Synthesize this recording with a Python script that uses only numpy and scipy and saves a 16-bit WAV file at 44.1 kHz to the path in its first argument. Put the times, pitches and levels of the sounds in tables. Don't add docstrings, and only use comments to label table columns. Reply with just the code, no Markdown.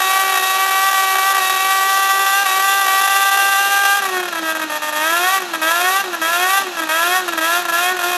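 import sys
import numpy as np
from scipy import signal
from scipy.fft import rfft, irfft, next_fast_len
from scipy.io import wavfile
from scipy.ndimage import uniform_filter1d, map_coordinates

SR = 44100
rng = np.random.default_rng(int(sys.argv[2]) if len(sys.argv) > 2 else 0)


def transcribe(u):
    v = np.clip(np.atleast_2d(u).T, -1, 1)
    q = np.round(v * 32767).astype(np.int16)
    wavfile.write(sys.argv[1], SR, q)


N = 360283
TIME = np.arange(N) / SR
FFT_SIZE = next_fast_len(N + SR, real=True)
HZ = np.fft.rfftfreq(FFT_SIZE, 1 / SR)


def amp(db):
    return 10 ** (np.asarray(db) / 20)


def unit(x):
    return x / np.sqrt(np.mean(x ** 2) + 1e-20)


def along(points, hz):
    freqs, values = np.transpose(points)
    return np.interp(np.log(hz + 1), np.log(freqs + 1), values)


def curve(rows):
    return np.interp(TIME, *np.transpose(rows))


def wobble(rate_hz):
    knots = rng.standard_normal(int(N * rate_hz / SR) + 4)
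    return map_coordinates(knots, [TIME * rate_hz], mode="nearest")


def filtered(x, gain):
    return irfft(rfft(x, FFT_SIZE) * gain, FFT_SIZE)[:N]


def rolloff(ratio, order):
    return 1 / np.hypot(1, ratio ** order)


def low_cut(corner_hz, order):
    return rolloff(corner_hz / (HZ + 1), order)


def causal(gain):
    cepstrum = irfft(np.log(np.maximum(gain, 1e-6)), FFT_SIZE)
    cepstrum[1:FFT_SIZE // 2] *= 2
    cepstrum[FFT_SIZE // 2 + 1:] = 0
    return np.exp(rfft(cepstrum))


def resonance(modes):
    power = sum((amp(db) / (1 + 2 * ((HZ - hz) / width_hz) ** 2)) ** 2 for hz, width_hz, db in modes)
    return np.sqrt(power) * low_cut(490, order=10)


def turn_number(turns):
    return np.floor(turns + .2).astype(int)


def pulses(turns, harmonics=44):
    offset = turns - np.round(turns)
    return (harmonics + .5) * np.sinc((2 * harmonics + 1) * offset) / np.sinc(offset) - .5


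def gusts(turns, decay_turns):
    return unit(np.exp(-(turns % 1) / decay_turns))


# time_s, speed_hz
FULL_SPEED = [(0.03, 379.5), (0.09, 379.8), (0.15, 384.2), (0.32, 382.6), (0.38, 377.3), (0.66, 384.7),
              (0.73, 382.8), (0.89, 387.6), (1.04, 383.4), (1.22, 382.1), (1.28, 389.6), (1.36, 386.3),
              (1.42, 377.3), (1.93, 388.0), (2.3, 389.6), (2.42, 397.4), (2.44, 397.1), (2.47, 380.8),
              (2.51, 379.0), (2.68, 391.7), (2.79, 393.3), (2.87, 383.3), (3.02, 389.9), (3.53, 395.5),
              (3.56, 390.0), (3.59, 395.9), (3.81, 399.7), (3.84, 397.6), (3.93, 399.3), (3.95, 403.7)]
# time_s, speed_hz
RUN_DOWN_SPEED = [(3.99, 397.7), (4.112, 372.4), (4.314, 347.3), (4.324, 334.2), (4.42, 323.5),
                  (4.66, 314.2), (4.686, 302.8), (4.97, 303.2)]
# open_s, peak_s, flame_out_s, start_speed_hz, top_speed_hz, burn_db
THROTTLE_BLIPS = [(5.0, 5.335, 5.388, 306, 387, -12.6), (5.616, 5.99, 6.018, 314, 395.5, -12.3),
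                  (6.218, 6.56, 6.622, 320.5, 394, -12.5), (6.892, 7.165, 7.208, 311, 373.5, -13),
                  (7.409, 7.59, 7.611, 319.5, 356, -12.9), (7.722, 7.91, 7.927, 335, 371, -13),
                  (8.03, 8.11, 8.2, 348, 358.5, -14)]


def shaft_speed(inertia_s=.015, sag_hz_per_s=50, coast_s=.2):
    first_open_s, _, _, idle_hz, _, _ = THROTTLE_BLIPS[0]
    speed = curve(np.vstack([FULL_SPEED, RUN_DOWN_SPEED, (first_open_s, idle_hz)]))
    for blip, following in zip(THROTTLE_BLIPS, [*THROTTLE_BLIPS[1:], None]):
        open_s, peak_s, out_s, start_hz, top_hz, _ = blip
        climb = np.clip((TIME - open_s) / (peak_s - open_s), 0, 1) ** 1.04
        sag_hz = sag_hz_per_s * np.clip(TIME - peak_s, 0, out_s - peak_s)
        run_hz = start_hz + (top_hz - start_hz) * climb - sag_hz
        if following is not None:
            next_open_s, _, _, next_hz, _, _ = following
            coasted_s = np.maximum(TIME - out_s, 0)
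            slowed = np.expm1(-coasted_s / coast_s) / np.expm1(-(next_open_s - out_s) / coast_s)
            run_hz += (next_hz - run_hz) * slowed
        speed = np.where(TIME >= open_s, run_hz, speed)
    return uniform_filter1d(speed, int(inertia_s * SR) + 1, mode="nearest")


# start_s, length_s, burn_db
IDLE_SPUTTERS = [(4.021, .011, -14.3), (4.036, .01, -12.5), (4.052, .017, -13.5), (4.075, .008, -19),
                 (4.089, .012, -16), (4.106, .012, -18), (4.124, .061, -14.8), (4.198, .011, -15.8),
                 (4.23, .01, -17.5), (4.256, .008, -16.5), (4.282, .008, -18.5), (4.327, .008, -13.8),
                 (4.35, .013, -17.8), (4.369, .027, -18.3), (4.427, .03, -20.5), (4.456, .07, -15.3),
                 (4.551, .022, -16.8), (4.597, .008, -18.3), (4.614, .03, -17.8), (4.699, .011, -18.2),
                 (4.718, .059, -16.8), (4.82, .082, -16.6), (4.927, .028, -17.3), (4.957, .045, -16.2),
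                 (5.403, .006, -20), (5.421, .004, -15.5), (5.535, .008, -13.3), (5.549, .01, -16.3),
                 (6.041, .006, -20), (6.059, .005, -20.5), (6.133, .022, -19), (6.636, .006, -20.5),
                 (6.668, .005, -22), (6.772, .013, -18), (6.79, .017, -17.7), (6.819, .011, -18.5),
                 (6.835, .007, -16.5), (6.873, .004, -20), (7.281, .014, -13.8), (7.324, .003, -19.5),
                 (7.333, .006, -16.5), (7.374, .02, -13.2), (7.616, .013, -19), (7.653, .009, -16.5),
                 (7.684, .022, -14.5), (7.967, .009, -15.7), (7.991, .013, -15.8), (8.01, .011, -16.5)]


def ignitions(full_until_s=4.003, full_db=-12.5):
    blips = [(open_s, out_s, db) for open_s, _, out_s, _, _, db in THROTTLE_BLIPS]
    sputters = [(start_s, start_s + length_s, db) for start_s, length_s, db in IDLE_SPUTTERS]
    return [(0, full_until_s, full_db)] + blips + sputters


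# strength_db, late_turns
ROTOR_FACES = [(1.3, -.010), (0, .011), (-1.3, 0)]


def rotor_face(speed, turns):
    mismatch = np.interp(speed, [365, 388], [1, .35])
    return mismatch * np.transpose(ROTOR_FACES)[:, turn_number(turns) % len(ROTOR_FACES)]


# time_s, depth_db
MISFIRES = [(.014, -15), (.126, -9), (.185, -7), (.244, -8), (.275, -7), (.289, -9), (.317, -7),
            (.337, -12), (.351, -13), (.369, -12), (.393, -11), (.406, -7), (.421, -14), (.581, -8),
            (.659, -9), (.675, -11), (.705, -9), (.909, -11), (.926, -10), (.94, -9), (1.151, -16),
            (1.165, -7), (1.181, -11), (1.335, -20), (1.344, -12), (1.362, -10), (1.377, -12), (1.4, -19),
            (1.494, -9), (1.536, -9), (1.559, -11), (1.644, -7), (2.013, -7), (2.19, -11), (2.26, -9),
            (2.438, -14), (2.445, -10), (2.452, -15), (2.459, -5), (2.475, -12), (2.483, -7), (2.51, -11),
            (2.592, -9), (2.808, -8), (2.861, -9), (2.877, -15), (3.01, -11), (3.03, -11), (3.072, -13),
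            (3.093, -9), (3.305, -9), (3.31, -10), (3.37, -10), (3.385, -9), (3.785, -9), (3.831, -9),
            (3.848, -11), (3.967, -8), (8.112, -12), (8.128, -10)]


def misfire_db(pop_s, half_width_s=.0027, rebound=.22, rebound_s=.0074):
    def dip(centre_s):
        return np.exp(-((pop_s - centre_s) / half_width_s) ** 2)
    return sum(db * (dip(time_s) - rebound * dip(time_s + rebound_s)) for time_s, db in MISFIRES)


# time_s, gain_db
FUEL_MIXTURE = [(0, 0), (1.8, -0.44), (3.2, -0.04), (3.6, -1.5), (3.9, -0.7), (4.1, -4), (5.1, -1.9),
                (8, -1.67)]


def combustion(speed, turns, db_per_octave=11, closing_db=-5, scatter_db=1.16, smoulder=.3):
    turn = turn_number(turns)
    onsets = np.searchsorted(turn, np.arange(turn[-1] + 1))
    pop_s = TIME[onsets] + .0028
    strength = np.zeros(len(onsets))
    for start_s, end_s, burn_db in ignitions():
        lit = pop_s > start_s
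        now_s = pop_s[lit]
        mean_hz = speed[int(start_s * SR):int(end_s * SR)].mean()
        speed_db = db_per_octave * np.log2(speed[onsets][lit] / mean_hz)
        primed_db = .9 * np.exp(-(now_s - start_s) / .006)
        closing = np.clip((now_s - end_s) / .035 + 1, 0, 1) * (end_s - start_s > .15)
        flame = np.exp(-np.maximum(now_s - end_s, 0) / .0015)
        level_db = burn_db + speed_db + primed_db + closing_db * closing
        strength[lit] = np.maximum(strength[lit], amp(level_db) * flame)
    recent_burn = signal.lfilter([.25], [1, -.75], strength)
    strength = np.maximum(strength, smoulder * recent_burn)
    face_db, _ = rotor_face(speed, turns)
    charge_db = (curve(FUEL_MIXTURE) + face_db)[onsets] + misfire_db(pop_s)
    random_db = scatter_db * rng.standard_normal(N)[onsets] + wobble(70)[onsets]
    return (strength * amp(charge_db + random_db))[turn]


def bright_burn(burn, knee_db=-13):
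    return burn * np.minimum(burn / amp(knee_db), 1) ** .15


# freq_hz, relative_db
JET_SPECTRUM = [(220, -40), (500, 12), (2100, 12), (2950, 2), (3500, 2), (4150, -13), (6000, -11.5),
                (9000, -17.5), (12000, -10.5), (14000, -16)]
# freq_hz, width_hz, relative_db
PORT_MODES = [(4330, 36, -1.5), (4600, 87, -1.5), (4880, 33, -0.5), (5150, 49, -1.5), (5440, 57, 1),
              (5960, 130, 4), (6470, 82, -5), (6820, 83, 1.5), (7030, 90, 3.5), (7620, 44, -2),
              (7710, 51, 2.5), (8330, 120, 0.5), (8780, 77, -0.5), (9450, 55, 3.5), (9700, 56, 1),
              (10550, 53, 5.5), (10660, 69, -0.5), (10980, 120, 4), (11410, 150, 5.5), (12280, 170, 4),
              (12840, 320, -5), (14100, 130, -6)]
TOP_HZ = 14250


def port_colour(ring_db=-2.5):
    rings = resonance(PORT_MODES)
    broad = amp(along(JET_SPECTRUM, HZ)) * low_cut(3300, order=6)
    return unit(np.hypot(broad, amp(ring_db) * rings / rings.max()) * (HZ < TOP_HZ))


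# freq_hz, width_hz, gain_db
BODY_MODES = [(585, 160, -8), (720.4, 56, -5.5), (813.4, 67, -4), (924, 34, -3.5), (1001, 16, -4.5),
              (1153, 130, -3), (1320, 95, -3), (1380, 49, -2.5), (1467, 11, -1), (1600.4, 52, -1),
              (1681, 71, -0.5), (1850, 66, -2.5), (1939, 45, -7.5), (2185, 69, -11.5), (2300, 27, -11),
              (2400, 32, -14.5), (2524, 72, -6), (2653, 45, -9.5), (2763, 53, -8.5), (3071, 59, -16.5),
              (3260, 67, -5), (3519, 63, -13), (3791, 44, -10.5), (3980, 48, -21), (4343, 50, -23.5),
              (4520, 48, -27)]


def body_colour():
    return resonance(BODY_MODES)


def bounce(delay_s, share):
    lag = np.exp(-2j * np.pi * HZ * delay_s)
    return (lag + share) / (1 + share * lag)


def dispersion(lag_s=.000963, corner_hz=2180):
    return np.exp(-2j * np.pi * lag_s * corner_hz * np.arctan(HZ / corner_hz))


def exhaust(speed, turns, burn, body, port, pop_db=-1.5, crack_db=-25, puff_db=-32, swirl_db=-24):
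    jitter_turns = .002 * rng.standard_normal(N)[turn_number(turns)]
    _, late_turns = rotor_face(speed, turns)
    train = pulses(turns - late_turns - jitter_turns)
    pops = -amp(pop_db) * filtered(burn * train, causal(body))
    front = causal(port * low_cut(4300, order=8))
    glances = bounce(delay_s=.00021, share=.55) * bounce(delay_s=.00093, share=.8)
    cracks = -amp(crack_db) * filtered(bright_burn(burn) * train, front * glances)
    leak = amp(2 * wobble(120))
    puffs = -amp(puff_db) * filtered(train * leak, causal(body * rolloff(HZ / 2600, order=2)))
    gas = burn * gusts(turns, decay_turns=.5) * rng.standard_normal(N)
    swirl = amp(swirl_db) * filtered(gas, causal(unit(body)))
    return cracks + filtered(pops + puffs + swirl, dispersion())


def gas_jet(turns, burn, port, gain_db=-16, scatter_db=1):
    scatter = amp(scatter_db * rng.standard_normal(N))[turn_number(turns)]
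    spits = scatter * burn * gusts(turns, decay_turns=.22)
    hiss = np.hypot(.85 * burn, .5 * uniform_filter1d(burn, SR // 50))
    envelope = np.hypot(.48 * spits, .88 * hiss)
    return amp(gain_db) * filtered(envelope * rng.standard_normal(N), causal(port))


# freq_hz, relative_db
WHIRR_SPECTRUM = [(120, 14.5), (200, -1.5), (450, -2.5), (900, 1.5), (1700, -25), (2100, -6), (2650, 3),
                  (3100, -2.5), (4100, 0.5), (4700, -7), (6500, -4.5), (9000, -16), (12300, -8),
                  (14000, -48)]


def gear_whirr(speed, turns, burn, body, loaded_db=-28, coasting_db=-31, rattle_db=-33, db_per_octave=6):
    def rub(low_hz):
        colour = amp(along(WHIRR_SPECTRUM, HZ)) * low_cut(low_hz, order=7)
        return unit(filtered(rng.standard_normal(N), colour))
    drive = uniform_filter1d(burn, SR // 30)
    slack = rolloff(drive / amp(-16), order=4)
    coasting = amp(coasting_db) * slack * rub(low_hz=200)
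    loaded = amp(loaded_db) * np.sqrt(1 - slack ** 2) * rub(low_hz=320)
    chatter = gusts(turns, decay_turns=.98) * rng.standard_normal(N)
    rattle = amp(rattle_db) * slack * filtered(chatter, causal(unit(body)))
    level_db = db_per_octave * np.log2(speed / speed.mean()) + .9 * wobble(110)
    return amp(level_db) * (coasting + loaded + rattle)


# speed_hz, level_db
BASE_RESPONSE = [(300, -42), (310, -31.5), (323, -29), (338, -33), (352, -29.5), (365, -24.5), (380, -32.5),
                 (404, -42)]


def rotor_hum(speed, turns, burn, loaded_db=-13.5, coasting_db=-3.5, waver_db=2.5):
    drive = uniform_filter1d(burn, SR // 30)
    load = 1 - rolloff(drive / amp(-13.5), order=6)
    slack = rolloff(drive / amp(-15), order=6)
    level_db = along(BASE_RESPONSE, speed) + loaded_db * load + coasting_db * slack
    flutter_db = wobble(90) + waver_db * (1 + load) * wobble(17)
    return amp(level_db + flutter_db) * unit(np.sin(2 * np.pi * turns))


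# freq_hz, t60_s
ROOM_DECAY = [(200, 0.055), (2000, 1), (12000, 0.006)]


def room(x):
    hz, time_s, spectra = signal.stft(rng.standard_normal(SR // 2), SR, nperseg=256)
    decay = amp(-60 * time_s / along(ROOM_DECAY, hz)[:, None])
    _, tail = signal.istft(spectra * decay, SR, nperseg=256)
    return signal.fftconvolve(np.pad(x, (SR // 200, 0)), tail / np.linalg.norm(tail))[:N]


def scene(room_db=-20):
    speed = shaft_speed() * (1 + .0016 * wobble(28))
    turns = np.cumsum(speed) / SR
    burn = combustion(speed, turns)
    body, port = body_colour(), port_colour()
    engine = exhaust(speed, turns, burn, body, port)
    engine += gas_jet(turns, bright_burn(burn), port)
    engine += gear_whirr(speed, turns, burn, body)
    return (engine + rotor_hum(speed, turns, burn) + amp(room_db) * room(engine))[None]


def record(dry):
    rounded = dry[0] / (1 + dry[0] ** 6) ** (1 / 6)
    return filtered(rounded, (HZ < TOP_HZ) * low_cut(100, order=4))[None]


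dry = scene()
out = record(dry)
transcribe(out)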